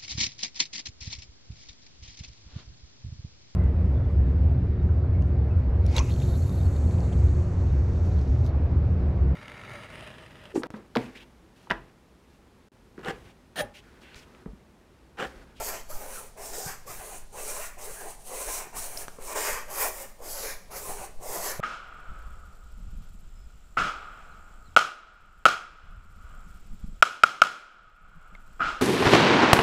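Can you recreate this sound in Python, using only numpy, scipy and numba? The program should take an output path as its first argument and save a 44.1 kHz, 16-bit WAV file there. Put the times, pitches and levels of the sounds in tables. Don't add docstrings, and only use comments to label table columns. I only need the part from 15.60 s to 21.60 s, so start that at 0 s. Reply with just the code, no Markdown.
import sys
import numpy as np
from scipy import signal
from scipy.fft import rfft, irfft
from scipy.io import wavfile
from scipy.ndimage import uniform_filter1d
from numba import njit

SR = 44100
rng = np.random.default_rng(int(sys.argv[2]) if len(sys.argv) > 2 else 0)


def file_out(sig):
    cols = np.atleast_2d(sig).T
    lim = np.clip(cols, -1, 1)
    pcm = np.round(lim * 32767).astype(np.int16)
    wavfile.write(sys.argv[1], SR, pcm)


def invert_db(level):
    return 10 ** (np.asarray(level, dtype=float) / 20)


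N = 264688
TIME = np.arange(N) / SR
FIRM_DB = -45.5

# [cloth early level/dB, cloth late level/dB,
# weave early level/dB, weave late level/dB, tips level/dB]
STROKE_BALANCE = [(1, 0, -4, -1, 2), (-0.5, -1.5, -2.5, -8, 1.5), (1.5, -4.5, -5.5, -5.5, -2),
                  (0.5, -2.5, -0.5, -8.5, -0.5), (-2.5, -4.5, -11, -3.5, -2), (-1, -5, -1.5, -9, -1.5),
                  (-8, 0.5, -12.5, -2, -1.5), (-3, 0.5, -5.5, -4.5, -0.5), (1, 0, -3, 3, -2),
                  (-0.5, -1.5, -0.5, -5, 3.5), (0.5, -3, -6.5, -2, 0), (-0.5, 2.5, -3, -4, 0.5),
                  (4, -1, -8, -1.5, 0.5)]
TIPS_TURN_DB = [-11, -5.5, -1, -4.5, 2.5, -1, -1, 2, -1, -1, -3.5, -6.5, -0.5]


def brush():
    stroke, done, path_cm = hand()
    cloth_early, cloth_late, weave_early, weave_late, tips_db = np.array(STROKE_BALANCE)[stroke].T
    lean = np.clip((done - .2) / .6, 0, 1)
    dig_cloth_db, dig_weave_db = digs()

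    press_db = pressure(TIME)
    lead_db = pressure(TIME + .008)
    trail_db = pressure(TIME - .025) - 2

    cloth_db = .66 * lead_db + cloth_early + (cloth_late - cloth_early) * lean + dig_cloth_db
    weave_db = .74 * np.maximum(press_db, trail_db) + dig_weave_db
    weave_db = weave_db + weave_early + (weave_late - weave_early) * lean
    tips_db = tips_db + (1.11 - 1) * press_db + np.array(TIPS_TURN_DB)[stroke] * (lean - .5)

    drag = grit(scatter_db=1.89, flicker_db=2.5)
    mix = invert_db(press_db) * bristle_hiss(tips_db, path_cm)
    mix = mix + invert_db(cloth_db) * cloth_drum(drag, lean)
    mix = mix + invert_db(weave_db) * weave_rasp(drag)
    return invert_db(FIRM_DB) * mix + threads()


# [t/s, hiss level/dB]
PULLS = [
    [(0.0, -44), (0.098, -38), (0.206, -52), (0.27, -83)],
    [(0.765, -68), (0.777, -53), (0.821, -43.5), (0.921, -46), (0.943, -42), (1.117, -40), (1.225, -76),
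     (1.245, -72)],
    [(1.72, -67), (1.73, -54.5), (1.758, -46.5), (1.898, -39), (1.936, -45.5), (1.958, -40.5), (2.074, -43),
     (2.17, -82)],
    [(2.63, -59), (2.672, -44), (2.846, -37.5), (2.854, -39), (2.944, -37.5), (3.032, -45), (3.1, -67),
     (3.12, -75)],
    [(3.585, -64), (3.623, -49), (3.729, -38.5), (3.743, -46), (3.759, -37.5), (3.901, -34.5), (3.971, -43),
     (4.075, -69)],
    [(4.585, -69), (4.629, -50), (4.701, -42.5), (4.865, -38.5), (4.911, -41.5), (5.019, -68), (5.027, -83),
     (5.09, -75)],
    [(5.595, -71), (5.629, -51), (5.677, -43.5), (5.753, -39), (5.903, -38.5), (6.0, -57)],
]
# [t/s, hiss level/dB]
PUSHES = [
    [(0.275, -73), (0.299, -50), (0.311, -44.5), (0.323, -49.5), (0.523, -48), (0.593, -45), (0.691, -61.5),
     (0.697, -64), (0.76, -76)],
    [(1.25, -80), (1.258, -64), (1.272, -50.5), (1.312, -44.5), (1.37, -48), (1.556, -45.5), (1.644, -63.5),
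     (1.648, -76), (1.715, -68)],
    [(2.175, -73), (2.183, -54), (2.251, -43.5), (2.369, -48), (2.507, -45.5), (2.561, -60.5), (2.587, -62),
     (2.595, -58), (2.625, -55)],
    [(3.125, -69), (3.133, -58), (3.167, -42), (3.187, -40), (3.359, -45.5), (3.379, -43.5), (3.427, -44),
     (3.47, -61)],
    [(4.08, -63), (4.106, -48.5), (4.22, -31.5), (4.306, -46), (4.394, -45.5), (4.426, -43.5),
     (4.522, -68.5), (4.528, -77), (4.58, -86)],
    [(5.095, -76), (5.115, -52), (5.165, -42), (5.203, -47.5), (5.303, -39.5), (5.347, -46), (5.449, -46),
     (5.533, -76), (5.59, -76)],
]


def pressure(at_s):
    s, db = np.array(sorted(row for stroke in PULLS + PUSHES for row in stroke)).T
    return np.interp(at_s, s, db) - FIRM_DB


# [t/s, path/cm]
TURNS = [(-.2, 4.4), (.26, 5.9), (.72, 4.1), (1.22, 5.5), (1.68, 3.9), (2.15, 4.5), (2.6, 3.9), (3.11, 4.4),
         (3.55, 4.0), (4.06, 5.5), (4.58, 4.7), (5.05, 7.1), (5.56, 4.1), (6.03, 6.4)]


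def hand():
    s, cm = np.transpose(TURNS)
    place = np.interp(TIME, s, np.arange(len(s)))
    stroke = place.astype(int)
    done = place - stroke
    eased = np.sin(np.pi / 2 * np.minimum(done / .47, 1)) ** 2
    share = np.where(stroke % 2, eased, done)
    return stroke, done, cm[stroke] + (cm[stroke + 1] - cm[stroke]) * share


# [t/s, length/s, cloth level/dB, weave level/dB]
DIGS = [(0.087, 0.047, -0.5, -0.5), (0.446, 0.055, 4, -1), (.57, .04, -2, 1), (0.987, 0.021, 5, -5),
        (1.1, .04, 2, 6), (1.4, .04, -3, -1), (1.792, 0.031, 2.5, 7.5), (2.043, 0.029, -1.5, 6.5),
        (2.45, 0.068, 6, -0.5), (2.724, .04, 8, 1.5), (2.995, 0.037, -0.5, 0.5), (3.674, .04, -3.5, -4),
        (3.785, 0.052, 3.5, 2.5), (4.265, 0.042, 6, 2.5), (4.612, .03, 2.5, -4), (4.898, .025, 2, 3.5),
        (5.293, 0.072, 3, -1.5), (5.76, 0.027, 4, 4)]


def digs():
    return sum(np.outer(db, np.exp(-((TIME - at) / length) ** 2)) for at, length, *db in DIGS)


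# [f/Hz, level/dB]
BRISTLE_COLOUR = [(2000, -18.5), (3000, -6.5), (4500, -3.5), (6500, -1.5), (9000, -1.5), (10500, -8.5)]
# [f/Hz, level/dB]
TIPS_COLOUR = [(10000, 6), (12500, 1.5), (14500, 3.5), (15900, 0)]


def bristle_hiss(tips_db, path_cm):
    rub = grit(scatter_db=2.2, flicker_db=1.7)
    peak_hz = 9250 - 900 * (path_cm - 4)
    hiss = patchy(rub, 2000, 11000, count=11, damping=.2, patchy_db=1.6)
    hiss = hiss + level(svf(slips(rub), peak_hz, .25), -6)
    tips = patchy(rub, 10500, 16000, count=4, damping=.3, patchy_db=1)
    bristles = level(colour(hiss, BRISTLE_COLOUR), 0) + invert_db(tips_db) * level(colour(tips, TIPS_COLOUR), 0)
    near_echo = .6 * late(bristles, path_cm)
    arm_echo = .22 * late(bristles, 4 * path_cm)
    return level(bristles + near_echo + arm_echo, 2.2)


def late(x, path_cm):
    lag = path_cm / 34300 * SR - 1
    return signal.lfilter([.22, .56, .22], [1], np.interp(np.arange(N) - lag, np.arange(N), x))


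# [f/Hz, level/dB]
CLOTH_COLOUR = [(130, -56), (220, -17.5), (310, -9.5), (400, 1.5), (600, -1.5), (900, 1.5), (1200, -4.5)]


def cloth_drum(drag, lean):
    tone_hz = (570 + 99 * lean) * (1 + .14 * walk(12))
    cloth = patchy(drag, 150, 1150, count=18, damping=.07, patchy_db=3.5)
    cloth = cloth + level(svf(slips(drag), tone_hz, .12), -3)
    return level(colour(cloth, CLOTH_COLOUR), .092)


# [f/Hz, level/dB]
WEAVE_COLOUR = [(800, -10), (1100, -3), (1700, -3), (2400, -3), (3200, -12.5)]


def weave_rasp(drag):
    weave = patchy(drag, 900, 3100, count=14, damping=.06, patchy_db=3.6)
    return level(colour(weave, WEAVE_COLOUR), -.7)


# [start t/s, end t/s,
# start f/Hz, end f/Hz, level/dB]
THREADS = [(0.048, .17, 1650, 1560, -51), (0.292, .35, 1030, 1530, -51), (0.512, 0.628, 1620, 1200, -49),
           (1.043, 1.152, 1490, 1740, -44.5), (1.263, 1.34, 980, 1480, -50),
           (1.734, 1.795, 810, 1100, -47.5), (2.032, 2.09, 1130, 1480, -63), (2.201, 2.266, 925, 1280, -52),
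           (2.338, 2.457, 1690, 1590, -51), (2.86, 3.03, 1000, 1100, -48), (3.64, 3.84, 1050, 950, -45),
           (3.142, 3.201, 910, 1330, -43.5), (3.85, 3.96, 2010, 1600, -43),
           (4.097, 4.156, 950, 1290, -45.5), (4.17, 4.31, 1050, 950, -44), (4.865, 4.946, 1600, 1850, -44),
           (5.112, 5.163, 1115, 1480, -47), (5.786, 5.978, 2000, 1630, -47.5)]


def threads():
    start, end, start_hz, end_hz, db = np.transpose(sorted(THREADS))
    hz = np.interp(TIME, np.ravel([start, end], "F"), np.ravel([start_hz, end_hz], "F"))
    swell = 0
    for a, b, d in zip(start, end, db):
        swell = swell + invert_db(d) * np.sin(np.pi * np.clip((TIME - a) / (b - a), 0, 1))
    breath = svf(svf(rng.standard_normal(N), hz, .15), hz, .15)
    return swell * level(breath, 0)


def grit(scatter_db, flicker_db):
    return invert_db(scatter_db * rng.exponential(size=N) + flicker_db * walk(30))


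def slips(strength):
    return rng.standard_normal(N) * strength


def patchy(strength, low_hz, high_hz, count, damping, patchy_db):
    out = 0
    for hz in np.geomspace(low_hz, high_hz, count):
        drive = slips(strength) * invert_db(patchy_db * walk(24))
        out = out + svf(drive, hz * (1 + .03 * walk(6)), damping) / np.sqrt(hz)
    return level(out, 0)


# [t/s, peak level/dB, f/Hz, 60 dB decay t/s]
TOUCHES = [(0.301, -34.5, 606, 0.069), (0.775, -40, 463, 0.037), (.982, -30, 465, .05),
           (1.279, -40, 1114, 0.054), (1.729, -56, 850, 0.033), (3.128, -44, 974, 0.055),
           (3.586, -30, 470, 0.032), (4.111, -41, 810, 0.11), (4.603, -32.5, 506, 0.04),
           (5.112, -55, 1220, 0.034), (5.589, -44, 500, .03), (5.61, -31, 450, 0.02)]
# [t/s, peak level/dB, f/Hz, 60 dB decay t/s]
BUMPS = [(1.062, -24, 135, 0.042), (1.292, -37, 112, 0.066), (2.87, -22.5, 24, 0.14),
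         (3.068, -49, 149, 0.026), (3.07, -35, 400, .025), (3.586, -33, 262, 0.023),
         (3.586, -36, 1050, 0.013), (5.29, -36, 160, 0.035), (5.70, -44, 89, 0.092), (5.77, -46, 182, 0.19),
         (.42, -48, 240, 0.093), (5.992, -22.5, 138, 0.066), (5.996, -16.5, 543, 0.013)]
# [t/s, peak level/dB, f/Hz, 60 dB decay t/s]
TICKS = [(3.3733, -26.5, 4920, .012), (3.3745, -27, 5330, 0.01), (3.3757, -33, 5770, 0.015),
         (3.3745, -32, 13400, .006), (3.4822, -26.5, 905, 0.0029), (3.4822, -30, 1340, 0.011),
         (3.4822, -37, 1590, 0.022), (3.4822, -33, 2980, 0.0024), (3.4822, -38, 2300, .004),
         (3.4822, -39, 4160, 0.0028), (3.4822, -39, 5900, 0.013), (3.4822, -39, 7750, .006),
         (3.4856, -42, 1400, .012)]


def knocks():
    return rings(TOUCHES, rise_turns=.56) + rings(BUMPS, rise_turns=.37) + rings(TICKS, rise_turns=.042)


def rings(events, rise_turns):
    out = np.zeros(N)
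    for s, db, hz, t60 in events:
        first = int(s * SR)
        t = np.maximum(TIME - s, 0)[first:int((s + t60) * SR)]
        rise = 1 - np.exp(-t * hz / rise_turns)
        decay = 1000. ** (-t / t60)
        out[first:first + len(t)] += invert_db(db) * rise * decay * np.sin(2 * np.pi * hz * t)
    return out


def room(x):
    t, noise = TIME[:SR // 2], rng.standard_normal(SR // 2)
    dull = signal.sosfilt(signal.butter(2, 7900, fs=SR, output="sos"), noise)
    tail = dull * 1000. ** (-t / .66) + (noise - dull) * 1000. ** (-t / .5)
    tail = tail * (t > .003)
    return signal.fftconvolve(x, tail / np.linalg.norm(tail))[:N] * invert_db(-11)


# [f/Hz, level/dB]
AIR_COLOUR = [(3, -2), (8, 0), (18, -8), (30, -15), (45, -22), (75, -29), (125, -30), (200, -36),
              (320, -45)]
# [f/Hz, level/dB per Hz]
STILL_COLOUR = [(120, -29), (200, 0.5), (327, -11.5), (785, -19.5), (1130, -24), (3830, -19), (9190, -21),
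                (15600, -34)]
# [t/s, level above the rumble/dB]
GUSTS = [
    (.35, 10),
    (1.38, 9),
    (2.32, 7),
    (3.18, 11.5),
    (3.93, 5),
    (4.21, 6),
    (5.41, 7),
    (5.6, 5),
]


def background():
    gusts_db = sum(db * np.exp(-((TIME - s) / .029) ** 2) for s, db in GUSTS)
    air_db = -42.5 + 1.5 * walk(6) + gusts_db
    air = level(colour(rng.standard_normal(N), AIR_COLOUR), 0) * invert_db(air_db)
    hum = level(np.sin(2 * np.pi * 50 * TIME), -65) * invert_db(.46 * walk(1.34))
    still = level(colour(rng.standard_normal(N), STILL_COLOUR), -63)
    return air + hum + still


def level(x, db):
    return x * invert_db(db) / np.sqrt(np.mean(x ** 2))


def colour(x, points):
    hz, db = np.transpose(points)
    octave = np.log2(np.maximum(np.fft.rfftfreq(N, 1 / SR), .5))
    below = np.maximum(np.log2(hz[0]) - octave, 0)
    above = np.maximum(octave - np.log2(hz[-1]), 0)
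    return irfft(rfft(x) * invert_db(np.interp(octave, np.log2(hz), db) - 30 * (below + above)), N)


@njit
def svf(x, hz, damping):
    y, band, low = np.empty(len(x)), 0., 0.
    for i in range(len(x)):
        g = np.tan(np.pi * hz[i] / SR)
        v = (band + g * (x[i] - low)) / (1 + g * (g + damping))
        band, low, y[i] = 2 * v - band, low + 2 * g * v, damping * v
    return y


def walk(rate):
    k = int(SR / rate)
    held = np.repeat(rng.standard_normal(N // k + 1), k)
    return 1.135 * uniform_filter1d(uniform_filter1d(held, k), k)[:N]


def scene():
    near = brush() + knocks()
    return np.tile(near + room(near) + background(), (2, 1))


# [t/s, low f/Hz, high f/Hz, level/dB]
FLECKS = [
    (2.385, 9600, 11100, -60),
    (3.31, 4200, 5170, -66),
    (3.36, 6900, 8300, -55),
    (4.79, 8350, 10400, -49),
    (4.79, 11700, 13800, -52),
    (5.889, 4660, 5760, -49),
]


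def side_flecks():
    side = 0
    for s, low_hz, high_hz, db in FLECKS:
        sos = signal.butter(8, [low_hz, high_hz], "band", fs=SR, output="sos")
        band = signal.sosfilt(sos, rng.standard_normal(N))
        side = side + level(band, db) * np.cos(np.pi * np.clip((TIME - s) / .046, -.5, .5))
    return side * np.array([[1], [-1]])


def top_cut(x):
    return signal.sosfilt(signal.butter(12, 15650, fs=SR, output="sos"), x)


def record(dry):
    top = signal.ellip(10, .2, 80, 15650, fs=SR, output="sos")
    return top_cut(signal.sosfilt(top, dry + side_flecks()))


dry = scene()
out = record(dry)
file_out(out)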